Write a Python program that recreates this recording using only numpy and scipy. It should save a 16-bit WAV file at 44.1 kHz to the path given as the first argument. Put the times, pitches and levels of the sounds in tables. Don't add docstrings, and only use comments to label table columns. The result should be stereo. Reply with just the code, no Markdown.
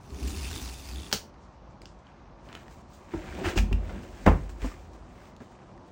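import sys
import numpy as np
from scipy import signal
from scipy.fft import rfft, irfft, next_fast_len
from scipy.io import wavfile
from scipy.ndimage import uniform_filter1d, map_coordinates

SR = 44100
rng = np.random.default_rng(int(sys.argv[2]) if len(sys.argv) > 2 else 0)


def store_pcm(level_fs):
    pcm = np.round(np.clip(level_fs, -1, 1) * 32767).astype(np.int16)
    wavfile.write(sys.argv[1], SR, np.atleast_2d(pcm).T)


def volts(x):
    e = np.asarray(x, float) / 20
    return 10 ** e


N = 260975
# t/s, pull level/dB, level of hand pressing on lid/dB, strip resonance f/Hz
PULL = [(0.0, -65, -78, 4240), (0.11, -55, -48, 4350), (0.25, -43, -41.5, 4000), (0.47, -40.5, -47, 3400),
        (0.56, -40, -48, 3700), (0.66, -41.5, -52.5, 5200), (0.76, -46, -56, 3700),
        (0.83, -47.5, -58, 4800), (0.92, -46, -54.5, 4700), (0.97, -47, -48, 3500),
        (1.113, -49, -53.5, 3500)]
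# f/Hz, width/Hz, level/dB
DESK_MODES = [(48.34, 7.7, -0.5), (69, 39, -6), (82.1, 13, -3.5)]
# f/Hz, width/Hz, level/dB
BOX_MODES = [(147, 75, -6.5), (205, 43, -4), (240, 16, -0.5), (348.8, 41, -2.5), (491, 90, -10),
             (594, 112, -9.5), (750, 33, -10.5), (914, 53, -14.5)]
REST_DB = np.array([-90, -70])


def unit(x):
    return x / np.sqrt(np.mean(x ** 2) + 1e-20)


def along(points, hz):
    f, v = np.transpose(points)
    return np.interp(np.log(hz + 1), np.log(f + 1), v)


def gains(rows, size=130):
    s, *cols = np.transpose(rows)
    levels = [volts(np.interp(np.arange(N) / SR, s, c, left=-120, right=-120)) for c in cols]
    return uniform_filter1d(levels, size, axis=1)


def filtered(x, response):
    m = next_fast_len(N + SR // 2)
    return irfft(rfft(x, m) * response(np.fft.rfftfreq(m, 1 / SR)), m)[..., :N]


def coloured(x, spectrum):
    return unit(filtered(x, lambda hz: volts(along(spectrum, hz))))


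def resonant(x, modes):
    def response(f):
        total = 0
        for k, (centre, width, db) in enumerate(modes):
            damping = 1j * f * width
            total = total + (-1) ** k * volts(db) * damping / (centre ** 2 - f ** 2 + damping)
        return total
    return unit(filtered(x, response))


def add(track, s, sound):
    track[round(s * SR):][:len(sound)] += sound[:N - round(s * SR)]


def grit(rate_hz, depth_db, patchy_db):
    z = signal.stft(rng.standard_normal(N), nperseg=256)[2]
    field = uniform_filter1d(uniform_filter1d(rng.standard_normal(z.shape), 5, 0), 10, 1)
    noise = signal.istft(z * volts(patchy_db * unit(field)), nperseg=256)[1][:N]
    knots = rng.standard_normal(N // 20)
    return noise * volts(depth_db * map_coordinates(knots, [np.arange(N) * rate_hz / SR]))


def crackle(rate_hz, spread_db, t60_s, patchy_db):
    sizes = volts(spread_db * np.minimum(rng.exponential(size=N), 3))
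    starts = (rng.random(N) < rate_hz / SR) * sizes
    burst = volts(-60 * np.arange(SR // 20) / SR / t60_s)
    return grit(100, 0, patchy_db) * (1 + signal.fftconvolve(starts, burst)[:N])


def fan():
    # f/Hz, level/dB per Hz
    fan_spectrum = [(20, -12), (45, 2.5), (90, 1.5), (200, -2.5), (400, -11), (750, -8), (1100, -10),
                    (1600, -22.5), (2500, -33), (4500, -31.5), (6200, -31.5), (8000, -48), (12500, -71),
                    (13200, -89.5)]
    return volts(-52) * coloured(grit(7.2, depth_db=0.5, patchy_db=1.0), fan_spectrum)


def room(x):
    # f/Hz, t60/s
    decay = [(150, 0.97), (500, 0.21), (1500, 0.24), (4000, 0.24), (10000, 0.24)]
    hz, t, z = signal.stft(rng.standard_normal(SR // 2), SR, nperseg=256)
    z = z * volts(-60 * t / along(decay, hz)[:, None]) * (hz > 200)[:, None]
    tail = signal.istft(z, SR, nperseg=256)[1]
    return signal.fftconvolve(np.pad(x, (260, 0)), tail / np.linalg.norm(tail))[:N]


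def desk():
    # t/s, boom level/dB, upper mode level/dB, t60/s, time until damped/s
    booms = [
        (1.128, -37.5, 1.5, 0.27, 0.19),
        (3.148, -31, 1, 0.27, 0.16),
        (3.455, -23.5, 2.5, 0.26, 0.027),
        (3.571, -12.5, -8, 0.39, 0.093),
        (3.718, -14, -7.5, 0.37, .3),
        (4.271, -10, -3.5, 0.39, .095),
        (4.407, -28.5, -12, .6, 0.12),
        (4.629, -19, -19, 0.23, 0.19),
    ]
    rise_s = 0.0081
    out, t = np.zeros(N), np.arange(SR // 2) / SR
    low, middle, upper = [np.sin(2 * np.pi * hz * t) for hz, *_ in DESK_MODES]
    for s, db, upper_db, t60_s, held_s in booms:
        swing = low + volts(upper_db) * upper
        swing = swing + volts(-2.0 - 60 * t / 0.074) * middle
        damping_db = -60 * t / t60_s - 600 * np.maximum(t - held_s, 0)
        add(out, s, swing * volts(db + damping_db) * (1 - np.exp(-t / rise_s)))
    return out


def knocks():
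    # t/s, knock level/dB, struck panel f/Hz, t60/s
    knock_rows = [(1.129, -27, 198, 0.097), (3.137, -21.5, 330, 0.16), (3.559, -19, 336, 0.065),
                  (3.574, -28.5, 205, 0.55), (3.713, -26.5, 376, 0.073), (3.72, -30, 205, 0.2),
                  (3.954, -31.5, 198.4, 0.2), (4.2635, -14, 420, 0.06), (4.2738, -13, 204, 0.093),
                  (4.285, -22.5, 147, 0.4), (4.289, -29, 354, 0.13), (4.622, -36, 397, 0.097),
                  (4.643, -26.5, 266, 0.13), (4.715, -36, 1190, 0.04), (5.8, -50, 270, .15),
                  (5.408, -36.5, 260, 0.11), (3.412, -30.5, 356, 0.42), (3.465, -24.5, 341, 0.13),
                  (4.266, -20.5, 581, 0.099), (4.269, -22.5, 770, 0.095), (4.264, -25, 1250, .04),
                  (4.264, -27, 2200, 0.073), (4.324, -25.5, 240, .06), (3.46, -32, 1470, .06),
                  (3.447, -33, 1860, 0.067), (2, -46, 700, .03), (2, -50, 550, .03), (2.552, -42, 500, .04),
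                  (5.415, -42, 400, .08), (3.385, -38, 850, 0.088)]
    out, t = np.zeros(N), np.arange(SR // 2) / SR
    rise = 1 - np.exp(-t / .003)
    for s, db, panel_hz, t60_s in knock_rows:
        others = 0
        for (hz, *_), (a, b) in zip(BOX_MODES, rng.standard_normal((len(BOX_MODES), 2))):
            mode = np.sin(2 * np.pi * hz * (1 + 0.037 * b) * t)
            others = others + volts(a - 9.5 - t * hz * 1.6) * mode
        wander = rng.standard_normal((2, 60))
        rock_db, rock_turn = [map_coordinates(k, [t * 90]) * np.minimum(t / .02, 1) for k in wander]
        panel = volts(3 * rock_db) * np.sin(2 * np.pi * panel_hz * t + 1.2 * rock_turn)
        add(out, s, (panel + others) * volts(db - 60 * t / t60_s) * rise)
    return out


def slaps():
    # t/s, slap level/dB, t60/s
    slap_rows = [(1.128, -30.5, 0.11), (3.137, -28, 0.033), (3.559, -41, 0.1), (3.574, -38, 0.063),
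                 (3.711, -38, 0.04), (3.72, -47, 0.081), (3.955, -49, 0.056), (4.263, -13, 0.07),
                 (4.278, -26, .06), (4.274, -19, 0.22), (4.62, -42, 0.068), (4.644, -38, 0.14),
                 (5.227, -60, .1), (5.405, -43, 0.087)]
    # f/Hz, level/dB per Hz
    slap_spectrum = [(200, -1), (450, 1), (1000, -7), (1700, -13), (2700, -21.5), (3600, -35), (6000, -37),
                     (16000, -43.5)]
    # t/s, level/dB, half length/s
    push = (4.2774, -4, .0009)
    gain, air, t = np.zeros(N), np.zeros(N), np.arange(SR // 2) / SR
    for s, db, t60_s in slap_rows:
        add(gain, s, volts(db - 60 * t / t60_s) * (1 - np.exp(-t / 0.00054)))
    push_s, push_db, half_s = push
    add(air, push_s - .005, -volts(push_db) * np.exp(-((t - .005) / half_s) ** 2))
    return air + gain * coloured(grit(300, depth_db=1.5, patchy_db=.8), slap_spectrum)


def strokes(rows):
    scrape_steeper = 1.26
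    t, power = np.arange(N // 16 + 1) * 16 / SR, volts(REST_DB)[:, None] ** 2
    for s, hiss_db, scrape_db, rise_s, fall_s in rows:
        below_db = 20 * np.maximum((s - t) / max(rise_s, .003), (t - s) / max(fall_s, .003))
        power = power + volts([hiss_db - below_db, scrape_db - scrape_steeper * below_db]) ** 2
    return uniform_filter1d(np.repeat(np.sqrt(power), 16, axis=1)[:, :N], 64, axis=1)


def hands():
    # peak t/s, hiss level/dB,
    # scrape level/dB, 20 dB rise/s, 20 dB fall/s
    hand_strokes = [(2.08, -79, -62.5, 0.1, .3), (2.53, -66.5, -54, 0.08, 0.24), (2.55, -63, -52, -0.09, 0.13),
                    (2.71, -59.5, -61, 0.03, 0.12), (2.82, -66, -71, 0.24, -0.2),
                    (2.49, -70, -53.5, -0.01, 0.14), (2.945, -60, -72, .1, .13), (2.46, -66, -62, .08, .1),
                    (2.61, -66, -66, .1, .12), (3.05, -69.5, -63, 0.2, .1), (4.8, -68.5, -61.5, .05, 0.25),
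                    (5.286, -68, -61, 0.35, 0.1), (5.42, -65.5, -59.5, .04, 0.15), (5.1, -70, -67, 0.3, 0.3),
                    (4.94, -68, -66, .08, .15), (5.22, -68, -63, .15, .15), (5.52, -71, -68, .1, .15),
                    (5.88, -71, -68, .1, .1), (5.62, -73.5, -67, 0.3, 0.5), (5.78, -67, -64, -0.02, -0.04),
                    (3.14, -60.5, -52.5, 0.1, .5), (3.29, -60.5, -47.5, 0.21, 0.52), (3.39, -57, -48, 0.24, 0.2),
              (3.448, -46, -35, 0.025, 0.15), (3.56, -45, -45, 0, 0.0951), (3.463, -46, -33, .02, 0.04),
              (3.494, -44, -33.5, 0.07, 0.05), (3.515, -52, -41.5, .03, 0.03),
              (3.582, -36, -32, 0.0234, 0.04), (3.728, -65, -40.5, .006, 0), (3.894, -61.5, -51, 0.17, .5),
              (4.034, -57, -63, .03, .03), (4.174, -66, -59, -0.2, .5), (4.261, -46, -33.5, -0.0026, .04),
              (4.29, -58.5, -53.5, 0.7, 0.45), (4.493, -53, -54.5, 0, 0.05), (4.623, -56, -52, 0.04, 0.11),
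              (4.65, -51.5, -45, 0.08, 0.17)]
    # peak t/s, rustle level/dB, scrape level/dB, 20 dB rise/s, 20 dB fall/s
    rustles = [
        (1.435, -66, -80, .07, .07),
        (1.53, -72, -80, .04, .05),
        (1.71, -72, -80, .04, .06),
        (1.819, -63, -62, .003, .08),
        (1.858, -60, -63, .004, .11),
        (1.99, -70, -75, .01, .05),
    ]
    # t/s, box drumming level/dB, desk shake level/dB
    weight = [(1.2, -52.5, -57.5), (1.53, -66, -57), (1.83, -55.5, -55), (2.14, -67.5, -63),
              (2.5, -52.5, -52), (2.9, -61, -56.5), (3.12, -52.5, -58.5), (3.17, -44.5, -52),
              (3.32, -45.5, -39), (3.44, -36, -48), (3.56, -45, -42), (3.75, -48, -29), (3.83, -45, -39),
              (3.946, -42.5, -36), (4.1, -51, -47), (4.4, -50.5, -52), (4.55, -53.5, -43.5),
              (5.918, -57.5, -70.5)]
    # f/Hz, level/dB per Hz
    skin_spectrum = [(1500, -28), (3000, -4.5), (5000, -1), (7500, 2), (10000, -5), (13000, -4),
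                     (16000, -9)]
    # f/Hz, level/dB per Hz
    scrape_spectrum = [(400, -23), (650, 0), (1100, -1), (1600, 3), (2600, -1), (3500, -8.5), (5000, -15.5),
                       (8000, -40)]
    rustle_top_hz = 8800
    hiss, scrape = strokes(hand_strokes)
    rustle, paper_scrape = strokes(rustles) - volts(REST_DB)[:, None]
    scrape = np.hypot(scrape, paper_scrape)
    skin = volts(3) * coloured(grit(200, depth_db=1.2, patchy_db=.8), skin_spectrum)
    paper = filtered(skin, lambda hz: 1 / (1 + (hz / rustle_top_hz) ** 12))
    board = coloured(crackle(500, spread_db=.5, t60_s=0.01, patchy_db=1), scrape_spectrum)
    drum, shake = gains(weight, size=900)
    box = drum * resonant(grit(50, depth_db=2.0, patchy_db=0), BOX_MODES)
    top = shake * resonant(rng.standard_normal(N), DESK_MODES)
    return hiss * skin + rustle * paper + scrape * board + box + top


def snaps(rows, cycles):
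    rise_s, ring_db, rasp_db = .0006, -2, -4
    out, t = np.zeros(N), np.arange(SR // 50) / SR
    shape = t / rise_s * np.exp(1 - t / rise_s)
    for s, db, hz in rows:
        rasp = shape * rng.standard_normal(len(t))
        ring = (1 - np.exp(-t / rise_s)) * np.exp(-t * hz / cycles) * np.sin(2 * np.pi * hz * t)
        add(out, s - .0005, volts(db) * (volts(ring_db) * 2 * ring + volts(rasp_db) * rasp))
    return out


def nail_ticks():
    # t/s, peak level/dB, pitch f/Hz, crack level/dB; the one at 1.1383 s is an early echo of the strip's snap
    nail_rows = [(1.342, -56, 2670, 10), (1.818, -33, 5000, 0), (1.8565, -33, 5300, 0),
                 (1.9894, -61, 2310, -4), (2.0692, -45, 3130, -4.5), (2.489, -43, 3000, 2.5),
                 (2.5283, -39, 3020, 7), (2.5518, -33.5, 3020, 7), (2.6815, -44.5, 1850, 4),
                 (3.1357, -41, 2140, -10), (3.26, -45, 2400, 6), (1.1383, -19.5, 6140, -6),
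                 (3.7275, -38, 2400, 0), (4.0345, -40, 2800, 0), (4.264, -20, 2000, 0),
                 (4.2792, -26, 2700, -4), (4.619, -35, 2390, 4), (4.6378, -42, 1840, 7),
                 (4.934, -51.5, 3940, 8), (5.2555, -53, 2100, 9), (5.3647, -45, 3400, 7.5),
                 (5.404, -53, 3500, 9), (5.7779, -49.5, 1830, 3)]
    ring_cycles, crack_over_ring = 3.6, 1.4
    out, t = np.zeros(N), np.arange(SR // 5) / SR
    for s, db, hz, crack_db in nail_rows:
        ring = np.sin(2 * np.pi * hz * t) * np.exp(-t * hz / ring_cycles)
        burst = np.sign(rng.standard_normal(len(t))) * volts(-3 - 60 * t / .008)
        pole = np.exp(-2 * np.pi * crack_over_ring * hz / SR)
        crack = unit(signal.lfilter([1], [1, -pole], burst)) * np.std(burst)
        add(out, s, volts(db) * (ring + volts(crack_db) * crack))
    return out


def strip_snap():
    snap_levels = (2, -17, -31)
    # f/Hz, level/dB per Hz
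    flutter_spectrum = [(300, -20), (1500, -13), (2500, -8), (3800, -4.5), (5500, 2), (8000, -2),
                        (11000, -1), (16000, 0)]
    free_s = 1.1274
    crack_db, flutter_db, fibres_db = snap_levels
    out, t = np.zeros(N), np.arange(SR // 5) / SR
    add(out, free_s - .013, volts(fibres_db - 60 * t / 0.047) * rng.standard_normal(len(t)))
    partials = [(4600, 1), (1600, 0.4), (5600, 0.45), (3400, .4)]  # f/Hz, gain
    ring = sum(g * np.sin(2 * np.pi * hz * t) for hz, g in partials) * volts(-60 * t / 0.005)
    rasp = volts(-60 * t / 0.0043) * np.diff(rng.standard_normal(len(t) + 1))
    crack = volts(crack_db) * (0.73 * ring + 0.5 * rasp) * (1 - np.exp(-t / 0.00022))
    flutter = coloured(rng.standard_normal(N), flutter_spectrum)[:len(t)]
    add(out, free_s, crack + flutter * volts(flutter_db - 60 * t / 0.17))
    return out


def ticks():
    # t/s, peak level/dB, pitch f/Hz
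    paper_rows = [(0.0428, -50, 6800), (0.1052, -40, 4310), (0.1994, -38, 4780), (0.229, -38.5, 2650),
                  (0.2389, -36, 4770), (0.2654, -38, 5950), (0.2834, -38.5, 2830), (0.3054, -36.5, 3770),
                  (0.3465, -36.5, 2650), (0.3646, -33.5, 4710), (0.3834, -35, 4300), (0.4443, -35, 2660),
                  (0.4544, -34, 2600), (0.4806, -36, 2670), (0.5122, -34, 2770), (0.5312, -31.5, 3730),
                  (0.5611, -29.5, 3710), (0.5791, -29.5, 3560), (0.6399, -34.5, 6980), (0.6579, -33, 5680),
                  (0.6779, -34, 3640), (0.6974, -35, 4380), (0.7437, -38, 3580), (0.7864, -40, 3600),
                  (0.7964, -40, 3610), (0.8225, -38.5, 4870), (0.8437, -37, 4610), (0.8564, -34.5, 4710),
                  (0.8884, -32, 4930), (0.9133, -35.5, 4700), (0.9264, -40, 3840), (0.9354, -35, 4710),
                  (0.9597, -32, 3510), (0.9844, -38, 3520), (1.0016, -38.5, 3130), (1.0196, -37, 3530),
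                  (1.0326, -35.5, 3420), (1.0445, -41, 3420), (1.0657, -39.5, 3390), (1.0814, -43, 4650)]
    # t/s, peak level/dB, pitch f/Hz
    stutter = [(3.5706, -27, 2700), (3.575, -23, 2600), (3.5775, -17, 2750), (3.582, -25, 3300),
               (3.5855, -24, 2600), (3.5875, -18, 2550), (3.579, -26, 1400), (3.578, -28, 3900),
               (3.5585, -32, 3000), (3.7285, -25, 2700), (3.731, -27, 2680)]
    out = volts(0.8) * snaps(paper_rows, cycles=5) + snaps(stutter, cycles=3.5)
    out = out + nail_ticks() + strip_snap()
    return filtered(out, lambda f: 1 / (1 + 1j * f / 9000) ** 2)


def plucks(spread, cycles, spread_db, count):
    # f/Hz, level/dB
    strip_modes = [(2680, -2.5), (3600, -0.5), (4350, -2.5), (4880, 0.5), (5900, -2.5), (7000, -2.5)]
    s, pitch_hz = np.transpose(PULL)[[0, 3]]
    start, t = rng.random((count, 1)) * s[-1], np.arange(SR // 100) / SR
    modes_hz, mode_db = np.transpose(strip_modes)
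    aim_hz = np.interp(start, s, pitch_hz) * np.exp(spread * rng.standard_normal((count, 1)))
    near = np.abs(np.log(aim_hz / modes_hz)).argmin(axis=1)[:, None]
    hz = modes_hz[near] * np.exp(.025 * rng.standard_normal((count, 1)))
    level = volts(mode_db[near] + spread_db * rng.standard_normal((count, 1)))
    rings = level * np.sin(2 * np.pi * hz * t) * np.exp(-t * hz / cycles)
    out = np.bincount(((start + t) * SR).astype(int).ravel(), rings.ravel(), N)
    return out / np.sqrt(np.sum(out ** 2) / (s[-1] * SR))


def tear():
    # f/Hz, level/dB per Hz
    fibre_spectrum = [(500, -61), (700, -3), (1600, -6.5), (2600, -2.5), (3600, -8), (4700, -2.5),
                      (6000, -1), (8500, -1), (12000, 4.5), (14000, -0.5), (16000, -18)]
    # f/Hz, width/Hz, level/dB
    lid_modes = [(180, 55, -1.5), (274, 50, 2.5), (356, 59, 0), (410, 44, -1)]
    rip, drum = gains(np.array(PULL)[:, :3])
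    shake = drum * volts(1) + rip * volts(-1)
    fibres = volts(2) * coloured(crackle(800, spread_db=2.4, t60_s=.006, patchy_db=2), fibre_spectrum)
    fibres = fibres + volts(-11) * plucks(spread=.25, cycles=8, spread_db=3.5, count=700)
    lid = resonant(grit(60, depth_db=1.0, patchy_db=0.0), lid_modes)
    top = resonant(rng.standard_normal(N), [(64, 8.3, 0)])
    return rip * fibres + drum * lid + shake * top


def ports(mono):
    # f/Hz, level/dB
    diffuse = [(150, -29), (380, -17.5), (700, -9.5), (1200, -12), (1800, -30), (5000, -40), (8000, -19),
               (11500, -13.5), (15000, -19.5)]
    lag_s = 42.5e-6
    t = np.arange(SR // 8) / SR
    scatter = rng.standard_normal((2, len(t))) * volts(-60 * t / .12)
    scatter = scatter / np.linalg.norm(scatter[0])
    scattered = signal.fftconvolve(mono[None], scatter, axes=1)[:, :N]
    common, unlike = filtered(scattered, lambda hz: volts(along(diffuse, hz)) * [hz > 3000, hz > 0])
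    sides = np.array([[1], [-1]])
    direct = filtered(np.array([mono, mono]), lambda hz: np.exp(-1j * np.pi * hz * lag_s * sides))
    return direct + common - unlike * sides


def scene():
    near = desk() + knocks() + slaps() + hands() + ticks() + tear()
    return ports(near + volts(-9.5) * room(near) + fan())


def gated(x):
    top_hz, gate_db, gate_s = np.array([[9800], [12700]]), -84, .023
    top = filtered(x, lambda hz: hz > top_hz)
    level = np.sqrt(np.abs(uniform_filter1d(top ** 2, round(gate_s * SR), axis=1)))
    return x - top / (1 + (level / volts(gate_db)) ** 8)


def roll_off(x):
    return signal.sosfilt(signal.butter(12, 16800, fs=SR, output="sos"), x)


def record(dry):
    # f/Hz, level/dB
    mid_kept = [(20, -15.5), (38, -0.5), (10300, 0.5), (10900, -18), (13400, -23), (14000, 3.5), (15900, 6),
                (16050, -88.5)]
    # f/Hz, level/dB
    side_kept = [(120, -17.5), (250, 2), (1400, 1.5), (1550, -28.5), (5900, -30.5), (6250, -5.5),
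                 (9000, -4), (11000, -3), (15900, 0.5), (16050, -94)]
    both = np.array([dry[0] + dry[1], dry[0] - dry[1]]) / 2
    both = filtered(both, lambda hz: volts([along(mid_kept, hz), along(side_kept, hz)]))
    mid, side = gated(both)
    return roll_off(np.array([mid + side, mid - side]))


dry = scene()
out = record(dry)
store_pcm(out)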